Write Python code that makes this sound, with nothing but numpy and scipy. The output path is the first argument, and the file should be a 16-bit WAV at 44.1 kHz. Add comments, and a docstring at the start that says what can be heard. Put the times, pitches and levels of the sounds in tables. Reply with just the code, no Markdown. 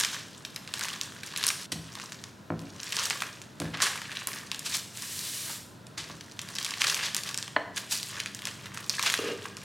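"""On a kitchen counter, dough is rolled out between sheets of baking paper.
The paper crinkles from small creases, snaps as larger ones buckle, and hisses under hands and in a slide.
The wooden pin rings the counter as it lands, rings itself when knocked, and judders in short runs.
Reflections of a small live kitchen answer; steady filtered noise rumbles and a refrigerator hums in sines."""
import sys
import numpy as np
from scipy import signal
from scipy.fft import rfft, irfft
from scipy.io import wavfile

SR = 44100
rng = np.random.default_rng(int(sys.argv[2]) if len(sys.argv) > 2 else 0)


def int16_out(signal):
    """Quantize to a 16-bit WAV file."""
    q = np.round(np.clip(np.atleast_2d(signal).T, -1, 1) * 32767)
    wavfile.write(sys.argv[1], SR, q.astype(np.int16))


N = 425116
TIME = np.arange(N) / SR


def from_db(db):
    """Decibels to gain."""
    return np.exp(np.asarray(db) * np.log(10) / 20)


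def rms_one(x):
    """Scale to an rms of 1."""
    return x / np.sqrt(np.mean(x ** 2) + 1e-20)


def at_hz(points, hz):
    """Read a spectrum on a log-frequency axis."""
    f, value = np.transpose(points)
    return np.interp(np.log(np.maximum(hz, 1)), np.log(f), value)


def butter(x, hz, kind, order=2):
    """Causal Butterworth filter."""
    edge_hz = np.clip(hz, 10, .48 * SR)
    sos = signal.butter(order, edge_hz, kind, fs=SR, output="sos")
    return signal.sosfilt(sos, x + 1e-18)


def colour(x, spectrum, size=8192):
    """Minimum-phase filter of the given spectrum: nothing sounds early."""
    bin_hz = np.arange(size // 2 + 1) * SR / size
    cepstrum = irfft(np.log(from_db(at_hz(spectrum, bin_hz))))
    # fold the cepstrum onto its causal half
    cepstrum[1:size // 2] *= 2
    cepstrum[size // 2 + 1:] = 0
    impulse = irfft(np.exp(rfft(cepstrum)))
    return signal.oaconvolve(x, impulse)[:len(x)]


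def drift(rate_hz, size=32):
    """Slow chance with a spread of 1, drawn every size samples after a run-in."""
    slow = butter(rng.standard_normal(2 * N // size), rate_hz * size, "low")[N // size:]
    return np.interp(np.arange(N) / size, np.arange(len(slow)), rms_one(slow))


def add(out, start_s, sound):
    """Mix a sound in from start_s."""
    i = max(int(start_s * SR), 0)
    out[i:i + len(sound)] += sound[:N - i]


def decay(kicks, fall_s):
    """Each kick starts an exponential decay."""
    return signal.lfilter([1], [1, -np.exp(-1 / (fall_s * SR))], kicks + 1e-18)


def swell(top_s, rise_s, fall_s):
    """Grows towards top_s and dies away after it; top 1."""
    distance = np.maximum((top_s - TIME) / rise_s, (TIME - top_s) / fall_s)
    return np.exp(-np.minimum(distance, 20))


def ring(clicks, modes):
    """Clicks set decaying sines ringing, neighbours in opposite sign."""
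    out = np.zeros(N)
    for k, (hz, db, t60_s) in enumerate(modes):
        r = np.exp(-np.log(1000) / (t60_s * SR))
        w = 2 * np.pi * hz / SR
        mode = signal.lfilter([0, np.sin(w)], [1, -2 * r * np.cos(w), r * r], clicks + 1e-18)
        out += (-1) ** k * from_db(db) * mode
    return out


def grains(per_s, spread_db, clump_db):
    """Tiny fibre slips at random times; their sizes are uneven and swell in clumps; rms 1."""
    out = np.zeros(N)
    born = np.flatnonzero(rng.random(N) < per_s / SR)
    chance = rng.laplace(size=N)[born]
    size_db = spread_db * np.minimum(np.abs(chance), 2.7)
    size_db += clump_db * np.tanh(drift(45)[born])
    out[born] = np.sign(chance) * from_db(size_db)
    return rms_one(out)


def facet(x, hz, width=1.9, order=1):
    """A patch of paper radiates a broad band, the higher the smaller it is."""
    band = butter(x, [hz / width, hz * width], "band", order=order)
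    return butter(band, 706, "high")


# Pushes of the pin or a hand flexing the paper. Each row: top in seconds, relative level in dB,
# rise in seconds, fall in seconds, crispness (top over body) in dB.
FLEXES = [(0.0, -33.5, 0.037, 0.026, 9), (0.14, -40, 0.017, 0.027, 1), (0.82, -41, 0.089, 0.16, -2.5),
          (1.44, -37, .07, 0.019, -3), (1.27, -47, .025, 0.025, 4), (1.62, -47, .04, 0.019, 1),
          (1.735, -59, 0.0051, 0.041, -5), (2.0, -47, 0.085, 0.063, 0), (3.022, -35, 0.11, 0.12, 0),
          (3.62, -46.5, 0.024, .1, -8), (3.83, -28, 0.031, 0.054, -14), (4.131, -43.5, 0.12, 0.15, -5.5),
          (4.34, -44.5, 0.041, 0.09, -3), (4.74, -44.5, 0.029, 0.024, 14.5),
          (6.10, -49.5, 0.064, 0.067, -3.5), (6.49, -46, 0.021, 0.028, 1.5), (6.62, -43.5, 0.063, 0.2, 3.5),
          (6.89, -33.5, .05, 0.11, 1.5), (7.291, -33.5, 0.023, 0.015, -1.5), (7.771, -38, 0.0089, .03, 1),
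          (7.93, -53, 0.017, 0.11, 15.5), (8.19, -40, 0.061, 0.025, -3.5), (8.47, -51, .06, 0.094, -1),
          (8.66, -45, 0.042, 0.02, -3.5), (8.77, -42, 0.03, 0.047, -5.5), (9.07, -35, 0.071, 0.065, 4.5),
          (9.28, -38.5, 0.054, 0.02, -7), (9.45, -44, 0.05, 0.034, -8), (9.63, -51, 0.019, .03, -2)]
# Hands resting on the pin, paper stirring. Each row: start in seconds, end in seconds.
PRESSES = [(0, 1.66), (1.72, 2.3), (2.76, 3.3), (3.6, 5.0), (5.98, 7.5), (7.76, 9.64)]
PRESS_RELATIVE_DB, PRESS_CRISP_DB = -61.5, 1


def flexing():
    """Stirring of the paper as gains of its body and crisp top; pushes add in power."""
    pressed = sum((TIME >= start_s) & (TIME < end_s) for start_s, end_s in PRESSES)
    body = from_db(PRESS_RELATIVE_DB) ** 2 * pressed
    top = body * from_db(PRESS_CRISP_DB) ** 2
    for top_s, db, rise_s, fall_s, crisp_db in FLEXES:
        power = (from_db(db) * swell(top_s, rise_s, fall_s)) ** 2
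        body = body + power
        top = top + power * from_db(crisp_db) ** 2
    return np.sqrt(body), np.sqrt(top)


# Spectrum of crinkling paper. Each row: frequency in Hz, relative level in dB.
PAPER = [(240, -57), (400, -2), (730, -8.5), (949, -3), (1140, -0.5), (1380, -5), (1680, 2), (2150, -4.5),
         (2360, -3.5), (2880, -3), (5960, -5.5), (8760, -10.5), (14100, -22.5), (16000, -23)]


def crinkle(body, top, rubbing_db=-5.5, body_db=1.5, top_db=2.5):
    """Many small creases give way, each on a facet with its own brief ring, over fine rubbing."""
    ticks = 0
    for hz in np.geomspace(1100, 12000, 7):
        fibre_slips = grains(per_s=85, spread_db=5.0, clump_db=5.0)
        flutter = decay(np.abs(fibre_slips), fall_s=0.0021)
        band = facet(flutter * rng.standard_normal(N), hz, width=1.27)
        ticks = ticks + np.sqrt(hz) * rms_one(band)
    rubbing = from_db(rubbing_db) * rng.standard_normal(N)
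    paper = colour(rms_one(ticks) + rubbing, PAPER)
    after_snap = settling()
    low = rms_one(butter(paper, 2930, "low", order=3))
    high = rms_one(butter(paper, 3700, "high", order=3))
    low *= from_db(body_db) * np.hypot(body, after_snap)
    high *= from_db(top_db) * np.hypot(top, after_snap)
    return low + high


# Creases snapping through at set times, loud ones and some faint ones. Each row: start in seconds,
# relative level in dB, centre in Hz, flutter relative to the crack in dB.
SNAPS = [(0.009, -14.5, 5070, -12), (0.036, -17, 2610, 3), (0.048, -17, 3260, 1.5), (0.45, -25, 2930, 2.5),
         (0.561, -22.5, 4100, 1), (0.676, -23.5, 2450, -12), (0.739, -6.5, 4100, -35),
         (0.794, -18, 6360, -10), (0.81, -18.5, 2760, -5), (0.836, -20, 4660, -2),
         (0.885, -13.5, 2200, -32), (1.013, -10, 4680, -15), (1.122, -33.5, 1710, -2),
         (1.233, -33, 2280, 14), (1.263, -26, 6200, -8), (1.316, -30, 2400, -12), (1.362, -17, 2840, -5.5),
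         (1.375, -11.5, 5500, -11.5), (1.429, -14, 2700, -17), (1.439, -5, 3650, -23),
         (1.467, -3, 6050, -16), (1.479, -18, 6540, 4), (1.503, -16, 1870, -1.5), (1.953, -26, 3380, -4.5),
         (1.999, -22.5, 1620, -10), (2.121, -15.5, 2760, -22), (2.239, -21.5, 3430, -9),
         (2.593, -25, 3220, -24), (2.832, -15.5, 4020, -19), (2.923, -19, 4580, -2),
         (2.967, -11, 4000, -10), (3.1, -12.5, 5130, -9), (3.107, -8.5, 1530, -12), (3.129, -24, 1390, -9),
         (3.221, -11, 1700, -10), (3.205, -20, 4400, -9), (3.417, -19.5, 4000, -28.5),
         (3.601, -15.5, 5800, -16), (3.772, -27.5, 1590, 1), (3.803, -13.5, 1260, -11),
         (3.82, -11, 4700, -7), (3.849, -22, 1710, -9), (3.868, -13.5, 1650, -9), (3.916, -27, 2600, -9),
         (3.957, -16.5, 1150, -19), (3.976, -27, 1780, -1), (4.017, -29.5, 1590, 7), (4.117, -24, 1740, -5),
         (4.272, -7.5, 9600, -14), (4.332, -22, 3630, -11), (4.36, -28, 4400, -5), (4.516, -13, 3350, -8),
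         (4.546, -22, 4100, -5), (4.593, -21.5, 6400, -3), (4.973, -20, 5430, -13), (5.022, -17, 6200, -14),
         (5.192, -19, 5000, -10), (5.868, -29.5, 4330, -11), (6.209, -31, 3080, 2),
         (6.314, -34.5, 3440, -5), (6.392, -16, 3450, -11), (6.416, -23.5, 6200, -7),
         (6.488, -26, 6000, -8), (6.553, -18.5, 4420, -9), (6.585, -17, 3370, -2), (6.628, -19, 7490, -12),
         (6.647, -15.5, 4830, -3), (6.707, -18.5, 3400, -6), (6.818, -2.5, 2020, -14),
         (6.841, -12.5, 1830, -6), (6.898, -8, 3100, -8.5), (6.945, -10, 4380, -13), (6.967, -23, 1860, -1),
         (7.147, -5, 6300, -30), (7.166, -9, 7200, -11), (7.235, -24, 4300, 2), (7.29, -17, 4000, -15),
         (7.311, -26, 4900, -12), (7.344, -19, 3880, -1.5), (7.376, -11.5, 5200, -13),
         (7.427, -13.5, 2770, -20), (7.479, -26, 1700, -3.5), (7.911, -23, 6300, -6),
         (8.03, -12.5, 6600, -21), (8.201, -18.5, 2850, 1), (8.26, -14, 1910, -15), (8.348, -15, 6900, -26),
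         (8.391, -23.5, 2800, -11), (8.42, -21.5, 2980, -13), (8.454, -11.5, 3500, -15),
         (8.471, -16, 2020, -9), (8.658, -26.5, 1830, -6), (8.774, -20, 1610, -7.5),
         (8.896, -6.5, 4960, -11.5), (8.994, -16.5, 1680, 0.5), (9.027, -9, 4700, -16),
         (9.062, -12, 1640, -5), (9.1, -9.5, 2620, -6.5), (9.14, -6, 2400, -10), (9.569, -19.5, 3840, -16)]


def snaps(stir, crack_s=0.00018, level_db=-3.5, edge_db=-4.5, edge_hz=5500, edge_follows=.4, count=400):
    """A crease buckles with a sharp crack, then its facet flutters for a few milliseconds."""
    out, t = np.zeros(N), TIME[:1024]
    median_hz = np.median(np.array(SNAPS)[:, 2])
    rattles = np.sign(rng.standard_normal((count, 2, len(t))))
    for (s, db, hz, flutter_db), rattle in zip([*SNAPS, *lesser_snaps(stir)], rattles):
        shape = np.exp(-t / crack_s) + from_db(flutter_db) * np.exp(-t / .0022)
        body, edge = rattle * shape
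        # a smaller facet also has a higher bright edge
        bright = facet(edge, edge_hz * (hz / median_hz) ** edge_follows, width=1.75)
        crack = rms_one(facet(body, hz, width=1.65, order=2)) + from_db(edge_db) * rms_one(bright)
        # soft limit on each snap's peaks
        limited = 2 * np.tanh(crack * np.sqrt(np.mean(shape ** 2)) / 2)
        add(out, s, from_db(db + level_db) * limited)
    return out


# Chance snaps: levels are on the relative scale of SNAPS; spreads are standard deviations.
LESSER_PER_S, LESSER_ABOVE_STIR_DB, LESSER_SPREAD_DB, LESSER_TOP_DB = 16, 16, 1, -17
LESSER_CENTRE_HZ, LESSER_SPREAD_OCTAVES, LESSER_FLUTTER_DB = 2700, 0.86, -13


def lesser_snaps(stir, count=300):
    """Chance snaps whose strength follows the stirring of the paper; rows like those of SNAPS."""
    when, luck = rng.random((count, 2)).T
    size, pitch = rng.uniform(-1, 1, (count, 2)).T * np.sqrt(3)
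    at = (when * N).astype(int)
    db = 20 * np.log10(stir[at]) + LESSER_ABOVE_STIR_DB + LESSER_SPREAD_DB * size
    db = np.minimum(db, LESSER_TOP_DB)
    hz = LESSER_CENTRE_HZ * 2 ** (LESSER_SPREAD_OCTAVES * pitch)
    rows = np.column_stack([at / SR, db, hz, np.full(count, LESSER_FLUTTER_DB)])
    return rows[luck < LESSER_PER_S * N / SR / count]


def settling(below_snap_db=-32, fall_s=0.025):
    """Each listed snap sets off a brief run of crinkling; a gain."""
    kicks = np.zeros(N)
    for s, db, *_ in SNAPS:
        add(kicks, s, from_db([db + below_snap_db]))
    return decay(kicks, fall_s)


def dip_before_snaps(dip_db=-6.5, dip_s=0.008):
    """Crinkling dips just before each listed snap, so its attack stands clear; a gain."""
    next_snap = np.append(np.sort(np.array(SNAPS)[:, 0]), np.inf)
    wait_s = next_snap[np.searchsorted(next_snap, TIME)] - TIME
    return from_db(dip_db * np.exp(-wait_s / dip_s))


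# Hands brushing and crushing the paper. Each row: top in seconds, relative level in dB, rise in seconds,
# fall in seconds, centre in Hz.
BRUSHES = [(.03, -35.5, 0.024, 0.15, 3620), (0.739, -32.5, 0.0018, 0.0057, 4350),
           (1.445, -34, 0.0079, 0.011, 4500), (1.7202, -22, 0.0011, 0.0077, 4900),
           (2.995, -30.5, 0.021, 0.019, 3500), (3.744, -26.5, 0.0038, 0.0085, 2230),
           (3.822, -20.5, 0.005, 0.037, 4800), (3.86, -35, 0.0066, 0.012, 3560),
           (4.663, -27.5, 0.0087, 0.016, 4800), (4.722, -35, 0.003, 0.005, 4560),
           (4.748, -25, 0.0053, 0.023, 5270), (5.50, -40, 0.023, 0.017, 1210),
           (5.978, -29, 0.0019, 0.028, 3930), (6.814, -23, 0.0075, 0.0085, 4130),
           (6.882, -26, 0.0049, 0.0093, 4000), (7.034, -25.5, .006, 0.035, 3530),
           (7.777, -27, 0.0029, 0.0041, 4530), (7.924, -24, 0.011, 0.027, 5700),
           (9.065, -22.5, 0.011, 0.027, 3050), (9.30, -37.5, 0.16, 0.029, 2680)]


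def brushes(level_db=-2.0):
    """A palm lands or drags: a short swell of dense grains."""
    out = np.zeros(N)
    rub = grains(per_s=7000, spread_db=2.8, clump_db=1.8)
    for top_s, db, rise_s, fall_s, hz in BRUSHES:
        near = slice(max(int((top_s - .1) * SR), 0), int((top_s + .2) * SR))
        t = TIME[near] - top_s
        shape = np.exp(-np.where(t < 0, -t / rise_s, t / fall_s))
        grain = rms_one(butter(facet(rub[near], hz, width=2.53), 1.62 * hz, "low"))
        out[near] += from_db(db + level_db) * shape * grain
    return out


# Spectrum of paper gliding on the counter. Each row: frequency in Hz, relative level in dB.
FRICTION = [(410, -29), (700, -35), (1090, -7), (1330, -13), (1680, -4.5), (1970, -5.5), (3890, -1),
            (8100, -1.5), (13900, -9), (16000, -17)]
SLIDE_START_S, SLIDE_STOP_S, SLIDE_ATTACK_S, SLIDE_RELEASE_S = 4.922, 5.528, 0.062, 0.05
SLIDE_START_DB, SLIDE_GAIN_DB_PER_S = -40, 4


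def slide(patchy_db=1.0):
    """Paper glides on the counter: slips merge into a hiss whose dull and bright parts drift apart."""
    hiss = rms_one(colour(grains(per_s=24000, spread_db=1.5, clump_db=1.1), FRICTION))
    dull = butter(hiss, 5400, "low", order=1)
    bright = hiss - dull
    hiss = dull * from_db(patchy_db * drift(6.7)) + bright * from_db(patchy_db * drift(2.8))
    moving_s = np.clip(TIME, SLIDE_START_S, SLIDE_STOP_S) - SLIDE_START_S
    stopped_s = np.clip(TIME - SLIDE_STOP_S, 0, 1)
    shape = (1 - np.exp(-moving_s / SLIDE_ATTACK_S)) * np.exp(-stopped_s / SLIDE_RELEASE_S)
    return hiss * shape * from_db(SLIDE_START_DB + SLIDE_GAIN_DB_PER_S * moving_s)


# The pin landing on the padded counter. Each row: start in seconds, relative level in dB,
# low-pass of the first contact in Hz, time between bounces in seconds.
THUMPS = [(1.722, -37.5, 400, .036), (1.759, -41, 130, 0.018), (2.503, -31, 1210, 0.018),
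          (3.603, -34, 440, 0.038), (3.617, -34, 650, .036), (5.975, -41, 120, .02),
          (6.10, -45.5, 605, 0.019)]
# Modes of the counter. Each row: frequency in Hz, relative level in dB, t60 in seconds.
COUNTER = [(93.5, -4.5, 0.3), (112, -11, 0.27), (154, -10.5, 0.33), (167.3, 2.5, 0.19), (227, -12.5, 0.35),
           (275, 2, 0.071), (344, 0.5, 0.078), (395, -8.5, 0.18), (513, -3, 0.066), (557, -10.5, 0.16),
           (700, 8.5, 0.019), (1020, 3.5, 0.032), (1360, 7, 0.013), (2330, 3, .008)]


def thumps(contacts=3, bounce_loss_db=5, bounce_softening=0.91):
    """Dough softens the landing, so mostly low counter modes ring; each bounce is weaker and duller."""
    force = np.zeros(N)
    for s, db, hz, gap_s in THUMPS:
        for k in range(contacts):
            contact = butter(signal.unit_impulse(2048), hz * bounce_softening ** k, "low", order=1)
            add(force, s + k * gap_s, from_db(db - k * bounce_loss_db) * contact)
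    return butter(ring(force, COUNTER), 70, "high", order=3)


def thuds(level_db=-10, delay_s=0.042, rise_s=0.018, fall_s=0.045, low_hz=66.6, high_hz=134):
    """Dough squashes under each landing: a dull, unpitched swell that peaks just after contact."""
    shape = sum(from_db(db + level_db) * swell(s + delay_s, rise_s, fall_s) for s, db, *_ in THUMPS)
    noise = rms_one(butter(rng.standard_normal(N), high_hz, "low", order=3))
    return butter(shape * noise, low_hz, "high", order=4)


# Bare wood knocks of the pin. Each row: start in seconds, relative level in dB.
KNOCKS = [(2.503, -35), (3.2215, -42.5), (7.562, -30), (7.564, -12.5), (7.568, -20.5)]
# Modes of the pin. Each row: frequency in Hz, relative level in dB, t60 in seconds.
PIN = [(294, -18, 0.044), (440, -21, 0.12), (619, -4.5, 0.036), (697, -5, 0.024), (840, -12, 0.069),
       (1020, 0, 0.014), (1330, 1.5, 0.0066), (1760, 6, 0.0091), (2080, 1, 0.0064), (2250, -11, 0.021),
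       (3040, -7, 0.0074), (4300, -16, 0.021)]
# Modes of the held pin rocking on the dough. Each row: frequency in Hz, relative level in dB, t60 in seconds.
ROCKING = [(314, -10, 0.053), (395, -3.5, 0.061), (451, 2, 0.035), (1230, -10, 0.039), (2000, -23, .015),
           (2800, -5, 0.024)]


def strike(events, modes):
    """Hard, short contacts on a set of modes; the slim pin radiates no bass."""
    force = np.zeros(N)
    for s, db in events:
        add(force, s, from_db([db]))
    return butter(ring(force, modes), 147, "high")


# The pin sticking and slipping at the end of a stroke. Each row: start in seconds, relative level in dB,
# fading in dB per second.
JUDDERS = [(9.19, -21.5, 1205), (9.241, -26, 250), (9.288, -25.5, 201)]


def slips(count=6, mean_gap_s=.013):
    """Each judder is a run of unevenly spaced stick-slips that fade: rows (s, dB)."""
    rows = []
    for s, db, fading_db_per_s in JUDDERS:
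        gaps_s = mean_gap_s * rng.uniform(.5, 1.5, count)
        rows += [(s + t, db - fading_db_per_s * t) for t in np.cumsum(gaps_s) - gaps_s[0]]
    return rows


# Strength of the kitchen's reflections. Each row: frequency in Hz, relative level in dB.
WALLS = [(80, -11), (300, 1.5), (1000, -8), (2000, -7.5), (5000, -7.5), (9000, -11.5), (16000, -3)]
# Decay of the kitchen. Each row: frequency in Hz, t60 in seconds.
DECAY = [(100, 0.73), (1000, 0.58), (4000, 0.6), (8000, 0.71), (16000, 0.42)]


def kitchen(x, first_wall_s=0.00095):
    """Dense reflections build up quickly; each band dies at its own rate."""
    t, tail = TIME[:32768], 0
    edges_hz = np.geomspace(50, 18000, 10)
    for low, high in zip(edges_hz, edges_hz[1:]):
        hz = np.sqrt(low * high)
        shape = from_db(-60 * t / at_hz(DECAY, hz)) * (1 - np.exp(-(t / first_wall_s) ** 2))
        band = butter(rng.standard_normal(len(t)), [low, high], "band")
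        tail = tail + from_db(at_hz(WALLS, hz)) * band * shape / np.linalg.norm(shape)
    return signal.oaconvolve(x, tail)[:N]


# Refrigerator tones. Each row: frequency in Hz, rms in dB before waver and swell.
HUM = [(60, -75.5), (98, -63), (120, -60.5), (147, -64.5), (196, -62.5)]
# Swell of the hum. Each row: time in seconds, gain in dB.
HUM_SWELL = [(0, -4.5), (8.0, 1), (8.2, 4), (9.64, 1.5)]


def hum(waver_db=1.4):
    """Motor and mains tones that waver slightly in strength."""
    tones = 0
    for hz, db in HUM:
        level = from_db(db + waver_db * drift(1.8))
        tones = tones + level * np.sin(2 * np.pi * (hz * TIME + rng.random()))
    return np.sqrt(2) * tones * from_db(np.interp(TIME, *np.transpose(HUM_SWELL)))


# Spectrum of the kitchen's background. Each row: frequency in Hz, relative level in dB.
RUMBLE = [(15, -93.5), (25, -58.5), (92, -7), (166, -4), (195, -4.5), (285, -8.5), (516, -15), (659, -14.5),
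          (754, -20), (1040, -15), (1130, -23), (1370, -16.5), (2160, -27.5), (3920, -26.5), (16000, -43)]


def rumble(rms_db=-51):
    """Low, steady background of the kitchen: coloured noise after a 1 s run-in."""
    noise = colour(rng.standard_normal(N + SR), RUMBLE)[SR:]
    return from_db(rms_db) * rms_one(noise)


# Diffuse air, opposite in the two sides. Each row: frequency in Hz, gain on unit white noise in dB.
AIR = [(40, -56), (200, -41.5), (500, -49.5), (1400, -50), (2200, -59.5), (3200, -78), (16000, -97)]


def air():
    """Diffuse air that differs between the sides: coloured noise."""
    return colour(rng.standard_normal(N), AIR)


# The foreground dips briefly.
HUSH_FROM_S, HUSH_TO_S, HUSH_DB = 1.662, 1.717, -16


def scene(paper_room_db=1.0, counter_room_db=-1.0, pin_room_db=0.0, room_side_db=-20.0, crack_side_db=-25.5):
    """The work is straight ahead of a narrow stereo pair, so the sides differ only a little."""
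    body, top = flexing()
    cracks = butter(snaps(np.sqrt(body * top)), 12100, "low")
    counter = thumps() + thuds()
    pin = strike(KNOCKS, PIN) + strike(slips(), ROCKING)
    paper = [crinkle(body, top) * dip_before_snaps(), cracks, brushes() + slide()]
    work = sum(paper) + counter + pin
    # each paper layer, and the counter with the pin, has its own paths to the walls
    room = from_db(paper_room_db) * sum(kitchen(part) for part in paper)
    room += kitchen(from_db(counter_room_db) * counter + from_db(pin_room_db) * pin)
    hush = from_db(HUSH_DB * ((TIME > HUSH_FROM_S) & (TIME < HUSH_TO_S)))
    mid = (work + room) * hush + rumble() + hum()
    # low-passed reverb, delayed by 11 ms, widens the low end slightly
    late = np.pad(room, (SR // 90, 0))[:N]
    side = from_db(room_side_db) * butter(late, 870, "low", order=3)
    side += air()
    # cracks get a slight, randomly varying difference between left and right
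    side += from_db(crack_side_db) * drift(42.4) * cracks
    return np.array([mid + side, mid - side])


def record(dry, cutoff_hz=16100):
    """The top is cut steeply."""
    sos = signal.ellip(10, .2, 80, cutoff_hz, fs=SR, output="sos")
    return signal.sosfilt(sos, dry)


dry = scene()
out = record(dry)
int16_out(out)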